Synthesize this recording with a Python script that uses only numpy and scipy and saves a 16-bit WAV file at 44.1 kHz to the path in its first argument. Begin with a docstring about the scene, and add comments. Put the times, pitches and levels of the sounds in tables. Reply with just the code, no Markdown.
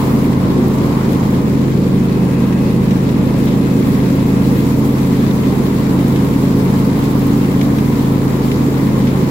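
"""On a lawn, at the driver's seat of a riding mower that is cutting grass and dry leaves.
The exhaust pulses of a governed V-twin make a harmonic drone; a humming belt turns the blades, which
add blade-pass tones and a turbulent roar under the deck. Cooling air rushes through the hood, chopped
leaves hiss and crackle on the left, and twigs and grit strike now and then. The deck booms once over
a bump, and the drive's gears whine faintly in a turn."""
import sys
import numpy as np
from scipy import signal
from scipy.fft import rfft, irfft, next_fast_len
from scipy.io import wavfile
from scipy.ndimage import uniform_filter1d, minimum_filter1d, map_coordinates

SR = 44100
rng = np.random.default_rng(int(sys.argv[2]) if len(sys.argv) > 2 else 0)


def dump_mix(stems):
    """Bounce the given channels to the path in sys.argv[1] as a 16-bit WAV at rate SR."""
    frames = np.atleast_2d(stems).T  # one column per channel
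    limited = np.clip(frames, -1, 1)  # hard clip at full scale
    pcm = np.round(limited * 32767).astype(np.int16)
    wavfile.write(sys.argv[1], SR, pcm)


N = 410130

# Levels in the tables are relative. An order is a multiple of the engine's four-stroke cycle rate.
# governed engine speed, sagging in the turn: t/s, cycle rate/Hz
CYCLE_RATE = [(0.0, 26.68), (0.9, 26.94), (1.9, 26.59), (2.35, 26.3), (4.25, 26.28), (5.0, 26.71),
              (5.8, 26.86), (6.6, 26.44), (7.6, 26.9), (9.3, 26.7)]
# drive whine, swelling with the steering and fading as the wheel comes back: t/s, level/dB
WHINE_LEVEL = [(0, -72), (1.8, -64), (2.3, -48.5), (2.7, -46.5), (2.78, -55.5), (4.4, -51), (5, -64),
               (9.3, -72)]
# gear-mesh tones: order, level/dB
GEAR_TONES = [(61.8, -3), (77, -6), (97, 0), (106, -7), (412, -11)]
# spectral density of the drive's rasp: f/Hz, level/dB
RASP_SPECTRUM = [(1200, -30), (1900, 4), (2350, 0), (2750, 1), (3300, -31)]
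# hum of the belt drive: t/s, level/dB
BELT_LEVEL = [(0, -45), (1.4, -41), (1.8, -33), (2.4, -35.5), (4.2, -38), (4.6, -30.5), (5.1, -39.5),
              (9.3, -38)]
# ticks and rustles of flying grit and leaves: t/s, level/dB, T60/s
GRIT_HITS = [(0.6825, -15, .006), (1.122, -29.5, .15), (3.920, -30, .18), (6.080, -25, .05),
             (6.440, -29, .03), (6.9914, -23, .03), (7.1926, -25, .04), (7.2674, -25, .07)]
# spectral density of those ticks: f/Hz, level/dB
GRIT_SPECTRUM = [(1000, -20), (8000, -10), (12000, -2), (16000, -3)]
# twigs and tough stalks under the blades: t/s, level/dB, T60/s
TWIG_HITS = [(1.130, -32, .085), (2.526, -27, .03), (2.908, -28, 0.065), (3.090, -28, 0.064),
             (3.470, -33, 0.35), (4.983, -28, .04), (5.310, -25.5, .04), (6.159, -25, 0.046),
             (7.612, -22, 0.044), (7.785, -26, .05), (8.516, -24, 0.048), (9.070, -28, 0.13)]
# spectral density of a twig's crack: f/Hz, level/dB
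TWIG_SPECTRUM = [(700, -27), (1500, 3), (2200, 10), (3000, 5), (3800, 6.5), (4700, -9), (5600, 0.5),
                 (9000, -18), (16000, -24)]
# cooling air at the seat, weaker while the driver looks down: t/s, level/dB
FAN_DB = [(0, -29.5), (.35, -32.5), (1.05, -31), (1.75, -36), (2.5, -34), (3.8, -34.5), (5.4, -33),
          (9.3, -32.5)]
# spectral density of the cooling air: f/Hz, level/dB
FAN_SPECTRUM = [(300, -31), (600, -5), (730, -3.5), (850, 0), (1060, 1), (1250, -5.5), (1500, -12.5),
                (2200, -16.5), (3200, -24.5), (8000, -42)]
# leaf spray, following how thick the leaves lie: t/s, level/dB
SPRAY_LEVEL = [(0, -37), (.4, -44.5), (.9, -41.5), (1.4, -45), (3.15, -45), (4.7, -40.5), (7.3, -39.5),
               (9.3, -42)]
# clumps of leaves drawn into the deck: t/s, half-width/s, extra spray/dB
LEAF_CLUMPS = [(.12, .11, 0), (1.12, .05, 3), (3.4, 0.15, 3.5), (3.923, 0.13, 3.5), (4.605, 0.13, 2.5)]
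# spectral density of tearing stalks: f/Hz, level/dB
TEARING_SPECTRUM = [(700, -32), (1400, 2), (2100, 5), (2800, -1), (3900, -.5), (5000, -3.5), (6300, -6.5),
                    (7600, -6), (8600, -13.5), (11000, -9), (16000, -26)]
# spectral density of shreds hitting the deck: f/Hz, level/dB
SPRAY_SPECTRUM = [(3000, -30), (6000, -10.5), (7600, -1), (8700, -10), (9800, -5.5), (11000, 0),
                  (12500, -0.5), (15700, 2)]
# spectral density of the turbulence under the deck: f/Hz, level/dB
ROAR_SPECTRUM = [(18, -26), (66, -17), (90, -13), (103, -6), (146, -7.5), (199, 0.1), (252, 0.5),
                 (332, -4.5), (399, -6), (505, -10), (558, -13.5), (638, -19.5), (1000, -36), (2500, -73)]
# steadier belt-driven tones: multiple of the spindle rate, level/dB
SPINDLE_TONES = [(2, -29.3), (5, -28.5), (7, -39), (8, -38)]
# the two strong blade-pass harmonics: t/s, level of 2nd/dB, level of 3rd/dB
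BLADE_LEVELS = [(0, -23.5, -23), (1.7, -20, -26.5), (2.45, -17, -28), (2.85, -21, -26), (4.1, -20.7, -20.3),
                (6.1, -19.3, -21.8), (7.6, -23.5, -19), (9.3, -24, -24)]
# harmonics of exhaust and block: order, level/dB
ENGINE_HARMONICS = [(2, -30), (3, -34), (4, -36), (5, -18.3), (6, -25.7), (7, -31), (8, -21), (9, -25.7),
                    (10, -37), (11, -34), (12, -35), (13, -39), (14, -39), (15, -38.5), (16, -39),
                    (17, -44), (19, -47)]
# likeness of the noise at left and right: f/Hz, correlation coefficient
CORRELATION = [(60, 0.29), (200, 0.94), (330, 0.77), (500, 0.83), (750, 0.32), (1100, -0.034),
               (2000, -0.077), (4000, -0.024), (12000, -0.18)]


def amp(db):
    """Amplitude ratio of a level in decibels."""
    return 10 ** (np.asarray(db) / 20)


def unit(x):
    """Normalisation to rms 1."""
    return x / np.sqrt(np.mean(x ** 2) + 1e-20)


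def along(points, hz):
    """Interpolation of (f/Hz, value) points on a logarithmic frequency axis."""
    f, v = np.transpose(points)
    return np.interp(np.log(hz + 1), np.log(f + 1), v)


def curves(rows):
    """Linear interpolation in time: one value per sample for each column after the first."""
    times, *columns = np.transpose(rows)
    return [np.interp(np.arange(N) / SR, times, column) for column in columns]


def wobble(rate_hz):
    """Slow random modulation: a spline through Gaussian knots that come at rate_hz."""
    knots = rng.standard_normal(4096)
    coarse = np.arange(0, N + 64, 64)
    spline = map_coordinates(knots, [coarse * rate_hz / SR], mode="wrap")
    return np.interp(np.arange(N), coarse, spline)


def swell(at_s, half_s):
    """Gaussian envelope of height 1, down to 1/e at half_s to either side."""
    return np.exp(-((np.arange(N) / SR - at_s) / half_s) ** 2)


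def noise():
    """Two uncorrelated white noises."""
    return rng.standard_normal((2, N))


def tone(turns):
    """Sinusoid of rms 1 with a random initial phase."""
    return np.sqrt(2) * np.sin(2 * np.pi * (turns + rng.random()))


def filtered(x, response):
    """Linear filtering: the spectrum of x is multiplied by a frequency response."""
    size = next_fast_len(N + 8192)
    return irfft(rfft(x, size) * response(np.fft.rfftfreq(size, 1 / SR)), size)[..., :N]


def pan(left_db):
    """Channel gains for an interaural level difference."""
    return amp([[left_db / 2], [-left_db / 2]])


def spread(pair, spectrum):
    """Partial coherence: coloured stereo of rms 1, nearly mono in the low mids and diffuse above."""
    def response(hz):
        angle = np.arccos(np.clip(along(CORRELATION, hz), -1, 1)) / 2
        return amp(along(spectrum, hz)) * [np.cos(angle), np.sin(angle)]
    mid, side = filtered(pair, response)
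    return unit(np.array([mid + side, mid - side]))


def bodywork(pair, reach_s, echo_gain, count=10):
    """Comb filtering: weak early reflections from hood, fenders and driver ripple the spectrum."""
    delays = rng.integers(20, max(int(reach_s * SR), 40), (2, count))
    signs = rng.choice([-1, 1], (2, count))
    echoes = [sum(sign * np.roll(x, delay) for delay, sign in zip(side_delays, side_signs))
              for x, side_delays, side_signs in zip(pair, delays, signs)]
    return pair + echo_gain * np.array(echoes)


def flicker(pair, depth_db):
    """Spectral modulation: a random gain drifts over frequency and time."""
    spectrogram = signal.stft(pair, nperseg=256)[2]
    field = rng.standard_normal(spectrogram.shape[1:])
    field = uniform_filter1d(uniform_filter1d(field, 14, axis=0), 16, axis=1)
    return signal.istft(spectrogram * amp(depth_db * unit(field)), nperseg=256)[1][:, :N]


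def gear_whine(cycle, jitter_turns=0.15, rasp_db=5):
    """Gear meshing: the drive's teeth give rough tones and a rasp, loudest while the mower turns."""
    whine_db, = curves(WHINE_LEVEL)
    mesh = sum(amp(db + 2.5 * wobble(20)) * tone(order * cycle + jitter_turns * wobble(45))
               for order, db in GEAR_TONES)
    rasp = amp(rasp_db) * spread(noise(), RASP_SPECTRUM)
    return amp(whine_db) * (mesh * pan(5.5) + rasp * pan(2))


def belt_hum(cycle, order=17.85, waver_db=3.0):
    """Forced vibration: the belt drive hums at a multiple of engine speed, wavering as it runs."""
    hum_db, = curves(BELT_LEVEL)
    return amp(hum_db + waver_db * wobble(6)) * tone(order * cycle + 0.16 * wobble(7))


def shell_boom(bump, mode_hz=372, level_db=-21):
    """Resonance: the deck's shell booms briefly as it rides over a bump."""
    return amp(level_db) * bump * tone(mode_hz * np.arange(N) / SR + 0.15 * wobble(29.8))


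def impacts(hits, spectrum):
    """Damping: each hit is an exponentially decaying noise burst, coloured by the struck part."""
    t = np.arange(SR // 5) / SR
    envelope = np.zeros(N + SR)
    for at_s, db, t60 in hits:
        envelope[round(at_s * SR):][:len(t)] += amp(db - 60 * t / t60)
    return envelope[:N] * spread(noise(), spectrum)


def debris(grit_db=-6):
    """Impact noise: twigs crack against the steel deck; grit and dry leaves tick and rustle."""
    twigs = impacts(TWIG_HITS, TWIG_SPECTRUM) * pan(2.2)
    grit = amp(grit_db) * impacts(GRIT_HITS, GRIT_SPECTRUM) * pan(9)
    return twigs + grit


def cooling_fan(cycle, throb=0.14, waver_db=0.76):
    """Flow noise: cooling air rushes through the hood, pulsing three times per crankshaft turn."""
    fan_db, = curves(FAN_DB)
    pulse = 1 + throb * np.cos(2 * np.pi * 6 * cycle)
    air = spread(bodywork(noise() * pulse, reach_s=.03, echo_gain=0.095), FAN_SPECTRUM)
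    return amp(fan_db + 3.5 + waver_db * wobble(20)) * air * pan(-0.15)


def crackle(rate_hz, scatter_db, decay_s):
    """Shot noise: tiny fractures of random size come at random, each an exponentially dying burst."""
    sizes = amp(scatter_db * np.minimum(rng.exponential(size=N), 4))
    onsets = rng.random(N) < rate_hz / SR
    energy = signal.lfilter([1], [1, -np.exp(-2 / (decay_s * SR))], onsets * sizes ** 2)
    return unit(noise() * np.sqrt(energy))


def cutting(clump_db, tearing_mean_db=-35, tearing_db_per_db=0.35):
    """Fracture and impact: stalks tear and shreds spray against the deck, louder in thicker leaves."""
    spray_db = curves(SPRAY_LEVEL)[0] + clump_db
    tearing_db = tearing_mean_db + tearing_db_per_db * (spray_db - spray_db.mean())
    stalks = unit(noise() + 0.7 * crackle(rate_hz=900, scatter_db=3.0, decay_s=0.0019))
    shreds = unit(noise() + .8 * crackle(rate_hz=2900, scatter_db=3.5, decay_s=.0004))
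    stalks = flicker(bodywork(stalks, reach_s=.015, echo_gain=0.092), depth_db=0.98)
    shreds = flicker(shreds, depth_db=1.0)
    flow = wobble(40)  # leaves arrive unevenly
    tearing = amp(tearing_db + 0.27 * flow) * spread(stalks, TEARING_SPECTRUM) * pan(2.55)
    spray = amp(spray_db + 2.5 + 1.3 * flow) * spread(shreds, SPRAY_SPECTRUM) * pan(7.3)
    return tearing + spray


def deck_roar(cycle, clump_db, bump, steady_db=-17.5, bump_db=3, db_per_clump_db=.25, throb=0.046):
    """Turbulence: the air under the deck roars, swelling with clumps of leaves and at the bump."""
    puff = 1 + throb * np.cos(2 * np.pi * cycle)  # the exhaust, once a cycle
    roar_db = steady_db + db_per_clump_db * clump_db + bump_db * bump + 0.35 * wobble(8.1)
    return amp(roar_db) * spread(noise() * puff, ROAR_SPECTRUM) * pan(-1.3)


def blades(cycle, turns_per_cycle=1.738, slip_turns=0.017, flutter_db=0.9):
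    """Rotational noise: two-ended blades chop the air; the belt creeps and the grass tugs at them."""
    spindle = turns_per_cycle * cycle + slip_turns * wobble(7)
    second_db, third_db = curves(BLADE_LEVELS)
    partials = SPINDLE_TONES + [(4, second_db), (6, third_db)]  # two blade passes a turn
    return pan(-.3) * sum(amp(db + flutter_db * wobble(12)) * tone(k * spindle) for k, db in partials)


def engine(cycle, jitter_cycles=0.0045, uneven_db=0.6, waver_db=.5, dispersion=0.00699):
    """Fourier series of a pulse train: two unevenly spaced exhaust pulses a cycle, none quite alike."""
    firing_gap = 450 / 720  # share of the cycle between the two cylinders
    jittered = cycle + jitter_cycles * wobble(22)
    drone = np.zeros(N)
    for order, db in ENGINE_HARMONICS:
        pair_phase = np.angle(1 + .9 * np.exp(-2j * np.pi * order * firing_gap))
        turns = order * jittered - dispersion * order ** 2  # the muffler smears each pulse a little
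        harmonic = np.sqrt(2) * np.cos(2 * np.pi * turns + pair_phase)
        drone += amp(db + waver_db * wobble(4.3)) * harmonic
    return drone * amp(-0.26 + uneven_db * wobble(26)) * pan(-0.26)


def scene():
    """Superposition: all that turns follows the engine's speed; clumps of leaves load the deck."""
    cycle = np.cumsum(curves(CYCLE_RATE)[0]) / SR  # four-stroke cycles elapsed
    clump_db = sum(db * swell(at_s, half_s) for at_s, half_s, db in LEAF_CLUMPS)
    bump = swell(at_s=0.594, half_s=.1)
    tones = engine(cycle) + blades(cycle) + belt_hum(cycle) + gear_whine(cycle)
    air = deck_roar(cycle, clump_db, bump) + cooling_fan(cycle)
    return tones + air + cutting(clump_db) + debris() + shell_boom(bump)


def record(dry, ceiling=.97, top_hz=15800):
    """Peak and band limiting: a smooth gain holds down the highest peaks; nothing passes above top_hz."""
    needed = np.minimum(1, ceiling / (np.abs(dry).max(axis=0) + 1e-9))
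    gain = uniform_filter1d(minimum_filter1d(needed, size=401), size=401)
    return filtered(dry * gain, lambda hz: hz < top_hz)


dry = scene()
out = record(dry)
dump_mix(out)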